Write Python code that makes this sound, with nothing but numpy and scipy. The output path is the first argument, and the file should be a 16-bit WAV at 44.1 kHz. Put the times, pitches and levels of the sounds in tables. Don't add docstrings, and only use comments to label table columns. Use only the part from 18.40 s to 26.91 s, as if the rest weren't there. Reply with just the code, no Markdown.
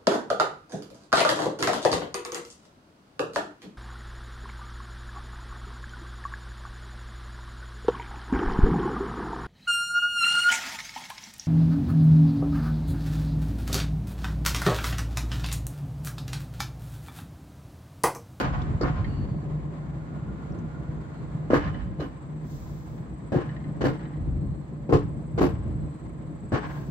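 import sys
import numpy as np
from scipy import signal
from scipy.fft import rfft, irfft, next_fast_len
from scipy.io import wavfile
from scipy.ndimage import map_coordinates

SR = 44100
rng = np.random.default_rng(int(sys.argv[2]) if len(sys.argv) > 2 else 0)


def digitize_waveform(pressure):
    field = np.atleast_2d(pressure).T
    bounded = np.clip(field, -1, 1)
    quanta = np.round(bounded * 32767).astype(np.int16)
    wavfile.write(sys.argv[1], SR, quanta)


N = 375229
T = np.arange(N) / SR

# (pitch [Hz], strength [dB])
RAIL_TONES = [(732, 4), (840, 6), (915, 3), (1044, 11), (1108, 7), (1225, 6), (1320, 5), (1429, 6),
              (1494, 4), (1575, 5), (1631, 6), (1688, 6), (1778, 8), (1908, 6), (2115, 7), (2275, 5),
              (2769, 3), (2938, 7), (3020, 6), (4080, 5), (4530, 5), (6260, 5)]
RAIL_SHARPNESS = 50
# (landing time [s], touch earlier by [s],
# chatter length [s], knock [dB], frame [dB], main frame tone [Hz], second frame tone [Hz], clang [dB],
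# treble [dB], zing [dB], rail ring [dB], its time to fade 60 dB [s], where steel rings most [Hz],
# clearest rail tone [Hz], frame at touch vs landing [dB], steel at touch vs landing [dB],
# left vs right [dB])
JOINT_CLACKS = [(0.0, .029, 0.038, -61, -32.5, 293, 610, -41, -51, -68, -26, 0.86, 1520, 1429, 0, 12.5, 0),
                (0.43, .021, 0.048, -21.5, -27, 285, 340, -33.5, -61, -88, -32.5, 1, 1170, 1050, -4.5, -4, 1),
                (3.131, .03, 0.041, -3, -20.5, 293, 524, -28, -46, -65, -28, 0.81, 1750, 1108, -5.5, -7, -1),
                (3.62, .023, 0.05, -47, -36.5, 295, 345, -50, -62.5, -77, -45.5, .6, 1550, 1044, -21, 6.5, -1.5),
                (4.945, 0.025, 0.048, -14, -24, 335, 198, -45, -59, -102, -39, 1.0, 1730, 1044, -2.5, 1, 1.5),
                (5.439, 0.031, 0.053, -14, -21.5, 290, 336, -34, -46.5, -64, -35.5, 0.87, 1780, 1044, -7, -3.5, 1.5),
                (6.524, .032, 0.041, -9, -17, 460, 1040, -34.5, -46.5, -71, -37.5, 0.57, 1060, 1320, -9, -18, 2.5),
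                (7.011, 0.034, 0.049, -11.5, -18, 326, 325, -33, -46.5, -58.5, -36.5, 0.82, 820, 732, -8, -2, 1.5),
                (8.136, .017, 0.037, -36, -28.5, 290, 730, -36, -51.5, -74, -30, 0.8, 1630, 1631, 2.5, -4, 2)]


def amp(db):
    return 10 ** (np.asarray(db) / 20)


def level(curve):
    return amp(np.interp(T, *np.transpose(curve)))


def swell(start, length, rise, fall):
    return np.clip(np.minimum((T - start) / rise, (start + length - T) / fall), 0, 1)


def db_at(points, hz):
    pitches, db = np.transpose(points)
    return np.interp(np.log(hz + 1), np.log(pitches), db)


def near(hz, centre_hz, reach=0.11):
    return np.exp(-(np.log(hz / centre_hz) / reach) ** 2)


def evened(x, size=None):
    return x / np.sqrt(np.mean(x[..., :size] ** 2, -1, keepdims=True) + 1e-20)


def wobble(rate, size):
    knots = rng.standard_normal(4000)
    return evened(map_coordinates(knots, [np.arange(size) * rate / SR], order=2, mode="wrap"))


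def noise(colour, size, peaks=()):
    # (pitch [Hz], side vs middle [dB])
    spread = [(60, -5.5), (180, -13), (380, -7), (700, -1.5), (1300, 0.5), (4400, -0.5), (8000, 5),
              (12000, -3)]
    padded = next_fast_len(size)
    hz = np.fft.rfftfreq(padded, 1 / SR)
    db = db_at(colour, hz) + sum(boost / (1 + (2 * (hz - f) / width) ** 2) for f, width, boost in peaks)
    spectrum = rfft(rng.standard_normal((2, padded))) * amp(db)
    mid, side = irfft(spectrum * [np.ones(len(hz)), amp(db_at(spread, hz))], padded)[:, :size]
    return np.array([mid + side, mid - side]) / mid.std()


def add(mix, s, sound):
    at = round(s * SR)
    part, sound = mix[:, max(at, 0):], sound[:, max(-at, 0):]
    part[:, :sound.shape[1]] += sound[:, :part.shape[1]]


def rolling(rumble_db=4, lumps_db=2, grit_db=1, wander_db=4, shake_db=-18.5, shake_s=0.19, wheels=3):
    # (time [s], level [dB])
    rumble_levels = [(0, -38.5), (1.2, -36.5), (1.5, -40), (2.5, -39), (4.1, -43), (5.7, -37), (6.3, -41),
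                     (7.3, -35), (7.6, -42.5), (8.5, -37.5)]
    hiss_levels = [(0, -45.5), (1.2, -49), (2.9, -48.5), (3.6, -51.5), (5.3, -51.5), (6.2, -53.5),
                   (7.6, -52), (8.5, -52.5)]
    # (pitch [Hz], level [dB])
    rumble_colour = [(20, -36.5), (30, -20), (42, -20), (58, 2), (80, -8), (105, -7.5), (135, 0),
                     (175, -3.5), (215, -7), (310, -13.5), (400, -19), (700, -27.5), (2000, -88.5)]
    hiss_colour = [(150, 5), (400, 5.5), (700, 2.5), (1100, 1), (1500, -7), (2100, -9.5), (2800, -18.5),
                   (4200, -21), (5700, -31.5), (6700, -26.5), (7900, -23), (8700, -52.5), (11000, -34.5),
                   (15500, -56.5)]
    # (pitch [Hz], width [Hz], boost [dB])
    hollow = [(152.6, 10.7, 11), (312, 36, 7), (567, 2.9, 10.5)]
    shake = sum(amp(frame_db + shake_db) * (T > s) * np.exp(-abs(T - s) / shake_s)
                for s, _, _, _, frame_db, *_ in JOINT_CLACKS)
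    lumps = amp(rumble_db + lumps_db * wobble(22, N))
    rumble = lumps * np.hypot(level(rumble_levels), shake) * noise(rumble_colour, N, hollow)
    loads = np.array([amp(wander_db * wobble(5, N)) for _ in range(wheels)])
    hiss = np.zeros((2, N))
    for load in loads / np.linalg.norm(loads, axis=0):
        peaks = [(hz, 2 * hz / RAIL_SHARPNESS, db * 0.23 * rng.normal(0.25, 1)) for hz, db in RAIL_TONES]
        hiss += load * noise(hiss_colour, N, hollow + peaks)
    return rumble + amp(grit_db * wobble(60, N)) * level(hiss_levels) * hiss


def clacks(touch_s=0.03, touch_hz=365, touch_zing_db=-13.5, ring_rise_s=0.0067, shake_db=2, lag_ms=0.15):
    out, t = np.zeros((2, N)), np.arange(SR) / SR
    hardness = 2.2
    for (s, lead_s, length, knock_db, frame_db, main_hz, second_hz, clang_db, treble_db, zing_db,
         ring_db, fade_s, ring_hz, clear_hz, touch_db, touch_steel_db, pan_db) in JOINT_CLACKS:
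        touch = blow(knock_db + hardness * touch_db, frame_db + touch_db, touch_hz, main_hz, ring_hz,
                     clang_db + touch_steel_db, treble_db + touch_steel_db,
                     zing_db + touch_zing_db + hardness * touch_steel_db, touch_s)
        landing = blow(knock_db, frame_db, main_hz, second_hz, ring_hz,
                       clang_db, treble_db, zing_db, length)
        ring_gain = amp(ring_db + shake_db * wobble(40.6, SR)) * (1 - np.exp(-t / ring_rise_s))
        ring = ring_gain * rail_ring(t, fade_s, ring_hz, clear_hz)
        for at, sound in (s - lead_s, touch), (s, landing), (s, ring):
            add(out[:1], at, amp(pan_db / 2) * sound[:1])
            add(out[1:], at + lag_ms / 1000, amp(-pan_db / 2) * sound[1:])
    return out


def blow(knock_db, frame_db, main_hz, second_hz, ring_hz, clang_db, treble_db, zing_db, length,
         knock_hz=440, knock_s=0.001224, rise_s=0.0056, grain_db=2, ring_db=6):
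    # (pitch [Hz], level [dB])
    clang_colour = [(150, -20), (400, 7.5), (700, 4), (1080, 2), (1600, -4.5), (2200, -10), (3000, -43.5),
                    (6000, -88), (10000, -76)]
    treble_colour = [(1200, -31), (2500, 4.5), (3400, 0.5), (4700, -2), (6500, -10), (8000, -12.5),
                     (8900, -54), (15000, -43.5)]
    zing_colour = [(6000, -50), (9300, -17.5), (10800, 7), (11700, 13.5), (12600, -7), (14000, -7),
                   (15500, -11.5)]
    # (pitch [Hz], width [Hz], boost [dB])
    zing_ring = [(12000, 70, 3.5)]
    n = SR // 3
    t = np.arange(n) / SR
    from_knock = t - np.e * knock_s
    knock = np.exp(-(from_knock / knock_s) ** 2) * np.sin(-2 * np.pi * knock_hz * from_knock)
    frame = amp(knock_db) * knock + amp(frame_db) * frame_ring(t, length, main_hz, second_hz)
    burst = (1 - np.exp(-t / rise_s)) * np.exp(-(t / (length * 1.04)) ** 1.32)
    rattle = burst * amp(grain_db * wobble(260, n))
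    struck = [(hz, hz / RAIL_SHARPNESS, db * rng.uniform(0.22, 1.6)) for hz, db in RAIL_TONES]
    clang = amp(clang_db) * noise(clang_colour, n, struck + [(ring_hz, ring_hz / 5, ring_db)])
    treble = amp(treble_db) * noise(treble_colour, n, struck)
    zing = amp(zing_db) * noise(zing_colour, n, zing_ring)
    return frame + evened(rattle, size=1300) * (clang + treble + zing)


def frame_ring(t, length, main_hz, second_hz, main_db=6, second_db=4, random_db=2.5, side_db=-6):
    # (pitch [Hz], level [dB], time to fade 60 dB [s])
    frame_tones = [(137, -0.5, 0.33), (196.5, -10.5, 0.4), (288.1, -1, 0.28), (326.5, -4, 0.054),
                   (352.7, -2, 0.13), (418, -3, 0.17), (455.4, -3.5, 0.14), (505, -3.5, 0.11),
                   (550, -29, .09), (602, -16.5, 0.24), (720, -11.5, 0.12), (764, -12.5, 0.1),
                   (1037, -15, 0.12)]
    hz, db, fade_s = np.transpose(frame_tones)[:, :, None]
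    contacts = rng.standard_normal((2, 1, len(t))) * np.exp(-(t / length) ** 2)
    tones = amp(-60 * t / fade_s) * np.sin(2 * np.pi * hz * t)
    rings = signal.fftconvolve(contacts, tones[None], axes=2)[..., :len(t)]
    db = db + main_db * near(hz, main_hz) + second_db * near(hz, second_hz)
    db += random_db * rng.standard_normal(hz.shape)
    mid, side = evened((amp(db) * evened(rings)).sum(1), size=1800)
    return np.array([mid + amp(side_db) * side, mid - amp(side_db) * side])


def rail_ring(t, fade_s, main_hz, clear_hz, tones_db=-2.5, wash_db=-6, boost_db=3, max_beat_hz=7):
    # (pitch [Hz], level [dB])
    colour = [(200, -30), (500, 6), (1050, 3), (1900, -4.5), (2600, -9), (4500, -19.5), (7500, -32.5),
              (9000, -65), (15000, -52)]
    hz, db = np.transpose(RAIL_TONES)
    phases = rng.random((2, len(hz), 1))
    beat_speed, beat_phase = rng.random((2, len(hz), 1))
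    db = db + db_at(colour, hz) + boost_db * (near(hz, main_hz) + near(hz, clear_hz, reach=0.012))
    gains = amp(db + 0.5 * rng.standard_normal(len(hz)))
    beating = 1 + 0.5 * np.cos(2 * np.pi * (max_beat_hz * beat_speed * t + beat_phase))
    dying = amp(-60 * t / fade_s * (hz[:, None] / main_hz) ** 0.18)
    waves = np.sin(2 * np.pi * (hz[:, None] * t + phases))
    tones = gains @ (beating * dying * waves) / np.linalg.norm(gains)
    wash = noise(colour, len(t), [(main_hz, main_hz / 4, boost_db)])
    return amp(tones_db) * tones + amp(wash_db - 60 * t / fade_s) * wash


def wind(breeze_db=-53.5, rise_s=0.063, fall_s=0.046, flutter_db=2):
    # (start [s], length [s], level [dB])
    gusts = [(0.003, 0.88, -30), (3.136, 0.43, -32.5), (4.04, 0.54, -45.5), (5.763, 0.38, -28),
             (6.5, 0.286, -32.5), (6.928, 0.58, -33)]
    # (pitch [Hz], level [dB])
    colour = [(18, -36), (30, -11.5), (45, -0.5), (75, 4), (130, -1), (220, -8.5), (400, -25),
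              (1000, -51.5), (3000, -90.5)]
    force = amp(breeze_db) + sum(amp(db) * swell(s, length, rise_s, fall_s) for s, length, db in gusts)
    flutter = evened(amp(flutter_db * wobble(35, N)))
    return force * flutter * noise(colour, N)


def ticks(ring_cycles=150):
    # (time [s], level [dB], pitch [Hz])
    taps = [(.216, -43, 3470), (.218, -49, 4880), (.411, -34, 4580), (.421, -36, 4620), (0.431, -37, 4700),
            (.643, -36, 1980), (2.12, -55, 5560), (2.187, -54, 6100), (3.274, -37.5, 1874),
            (3.344, -41.5, 1836), (3.417, -47.5, 1830), (5.09, -41, 1840), (5.163, -43.5, 1880),
            (5.201, -52, 1970), (5.24, -46.5, 1900), (5.286, -52, 1830), (5.592, -48, 2010),
            (5.631, -50, 1830), (5.654, -45.5, 1900), (5.734, -51, 1900), (5.768, -53, 1940)]
    out = np.zeros((2, N))
    for s, db, hz in taps:
        add(out, s, amp(db) * ping(hz, ring_cycles / hz))
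    return out


def ping(hz, fade_s, rise_s=0.0026, rasp_db=-3, rasp_fade_s=0.025, top_hz=6800):
    # (pitch [times the tap's pitch], level [dB])
    fitting_tones = [(.93, 2), (1, 4), (1.081, 0.5), (1.6, -8), (2.12, -10)]
    t = np.arange(SR // 6) / SR
    ratio, db = np.transpose(fitting_tones)
    phases = rng.random((2, len(ratio), 1))
    ring = evened(amp(db) @ np.sin(2 * np.pi * (hz * ratio[:, None] * t + phases)))
    rasp_colour = [(hz / 4, -30), (hz * .75, -7), (hz, 0), (hz * 1.3, -8), (hz * 2.2, -12), (hz * 3, -35)]
    rasp = amp(rasp_db - 60 * t / rasp_fade_s) * noise(rasp_colour, len(t))
    tap = (1 - np.exp(-t / rise_s)) * (amp(-60 * t / fade_s) * ring + rasp)
    return signal.sosfilt(signal.butter(8, top_hz, fs=SR, output="sos"), tap)


def thuds(first_hz=850, last_hz=270, glide_s=0.00618, fade_s=0.17, rise_s=0.0058):
    # (time [s], peak level [dB])
    far_blows = [(0.407, -25), (3.595, -29), (3.615, -29)]
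    out, t = np.zeros((2, N)), np.arange(SR // 10) / SR
    hz = last_hz + (first_hz - last_hz) * np.exp(-t / glide_s)
    wave = np.sin(2 * np.pi * np.cumsum(hz) / SR) * amp(-60 * t / fade_s) * (1 - np.exp(-t / rise_s))
    for s, db in far_blows:
        add(out, s, amp(db) * np.array([wave, wave]) / abs(wave).max())
    return out


def squeal(wander_hz=85, flicker_db=4):
    pitches = [4450, 4500]
    # (time [s], level [dB])
    levels = [(.48, -120), (.56, -74), (.76, -61), (1.03, -77), (1.12, -130)]
    out = np.zeros((2, N))
    for hz in pitches:
        cycles = np.cumsum(hz + wander_hz * wobble(400, N)) / SR
        out += amp(flicker_db * wobble(45, N)) * np.sin(2 * np.pi * (cycles + rng.random((2, 1))))
    return level(levels) * out


def bumps(boom_hz=135, fade_s=0.046, rise_s=0.0099):
    # (time [s], level [dB])
    jolts = [(0.499, -4.5), (0.914, -2), (1.823, -9), (2.488, -5), (2.947, -6), (4.6, -10.5), (4.961, 0),
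             (5.965, -7), (6.549, 2.5), (6.943, -5), (8.135, -3.5)]
    out, t = np.zeros((2, N)), np.arange(SR // 4) / SR
    boom = np.sin(2 * np.pi * boom_hz * t) * amp(-60 * t / fade_s) * (1 - np.exp(-t / rise_s))
    for s, db in jolts:
        add(out, s, amp(db) * np.array([boom, boom]))
    return out


def scrapes(ring_db=16, uneven_db=2):
    # (start [s], length [s], level [dB], pitch [Hz], width [Hz])
    rubs = [(0.614, 0.31, -65, 2850, 500), (.9, 2.6, -62.5, 1417, 131), (2.644, 0.26, -75, 4150, 150),
            (3.151, .36, -62, 3010, 260), (3.572, 0.12, -59, 2960, 200), (3.587, .045, -58, 4060, 151),
            (5.597, 1, -81, 4180, 100.4), (7.057, 0.89, -82, 4120, 108), (8.186, .36, -77, 4420, 251)]
    out = np.zeros((2, N))
    for s, length, db, hz, width in rubs:
        n = int(length * SR)
        rub = noise([(hz / 2, -40), (hz, 0), (hz * 2, -45)], n, [(hz, width, ring_db)])
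        add(out, s, amp(db + uneven_db * wobble(30, n)) * signal.windows.hann(n) * rub)
    return out


def whine(hz=7800, throbs_per_s=22, depth_db=5, uneven_db=2):
    # (time [s], level [dB])
    levels = [(2.4, -102), (3, -82), (5.4, -75), (7, -76.5), (8.1, -71), (8.5, -75)]
    pulse = np.sin(2 * np.pi * throbs_per_s * T + 0.78 * wobble(3.6, N))
    throb = evened(amp(depth_db * pulse + uneven_db * wobble(5.3, N)))
    tone = noise([(hz / 2, -50), (hz, 0), (hz * 1.17, -45)], N, [(hz, 350, 14)])
    return level(levels) * throb * tone


def sizzle(rise_s=0.11, fall_s=0.1, sag_db_per_s=23):
    # (time [s], level [dB])
    levels = [(3, -98), (4, -86.5)]
    # (start [s], length [s], level [dB])
    flares = [(4.016, 0.64, -61), (8.218, .5, -64.5)]
    # (pitch [Hz], level [dB])
    colour = [(1500, -23.5), (3500, 7.5), (7500, 6), (9200, -35), (10700, -0.5), (15500, 5.5)]
    flaring = sum(amp(db - sag_db_per_s * abs(T - s - rise_s)) * swell(s, length, rise_s, fall_s)
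                  for s, length, db in flares)
    return (level(levels) + flaring) * noise(colour, N)


def scene():
    return (rolling() + wind() + clacks() + thuds() + bumps()
            + ticks() + scrapes() + squeal() + whine() + sizzle())


def record(dry, low_cut_hz=32, high_cut_hz=15800):
    trimmed = signal.sosfilt(signal.butter(4, low_cut_hz, "high", fs=SR, output="sos"), dry)
    high_cut = signal.firwin(511, high_cut_hz, window=("kaiser", 9), fs=SR)
    return signal.oaconvolve(trimmed, high_cut[None], "same")


dry = scene()
out = record(dry)
digitize_waveform(out)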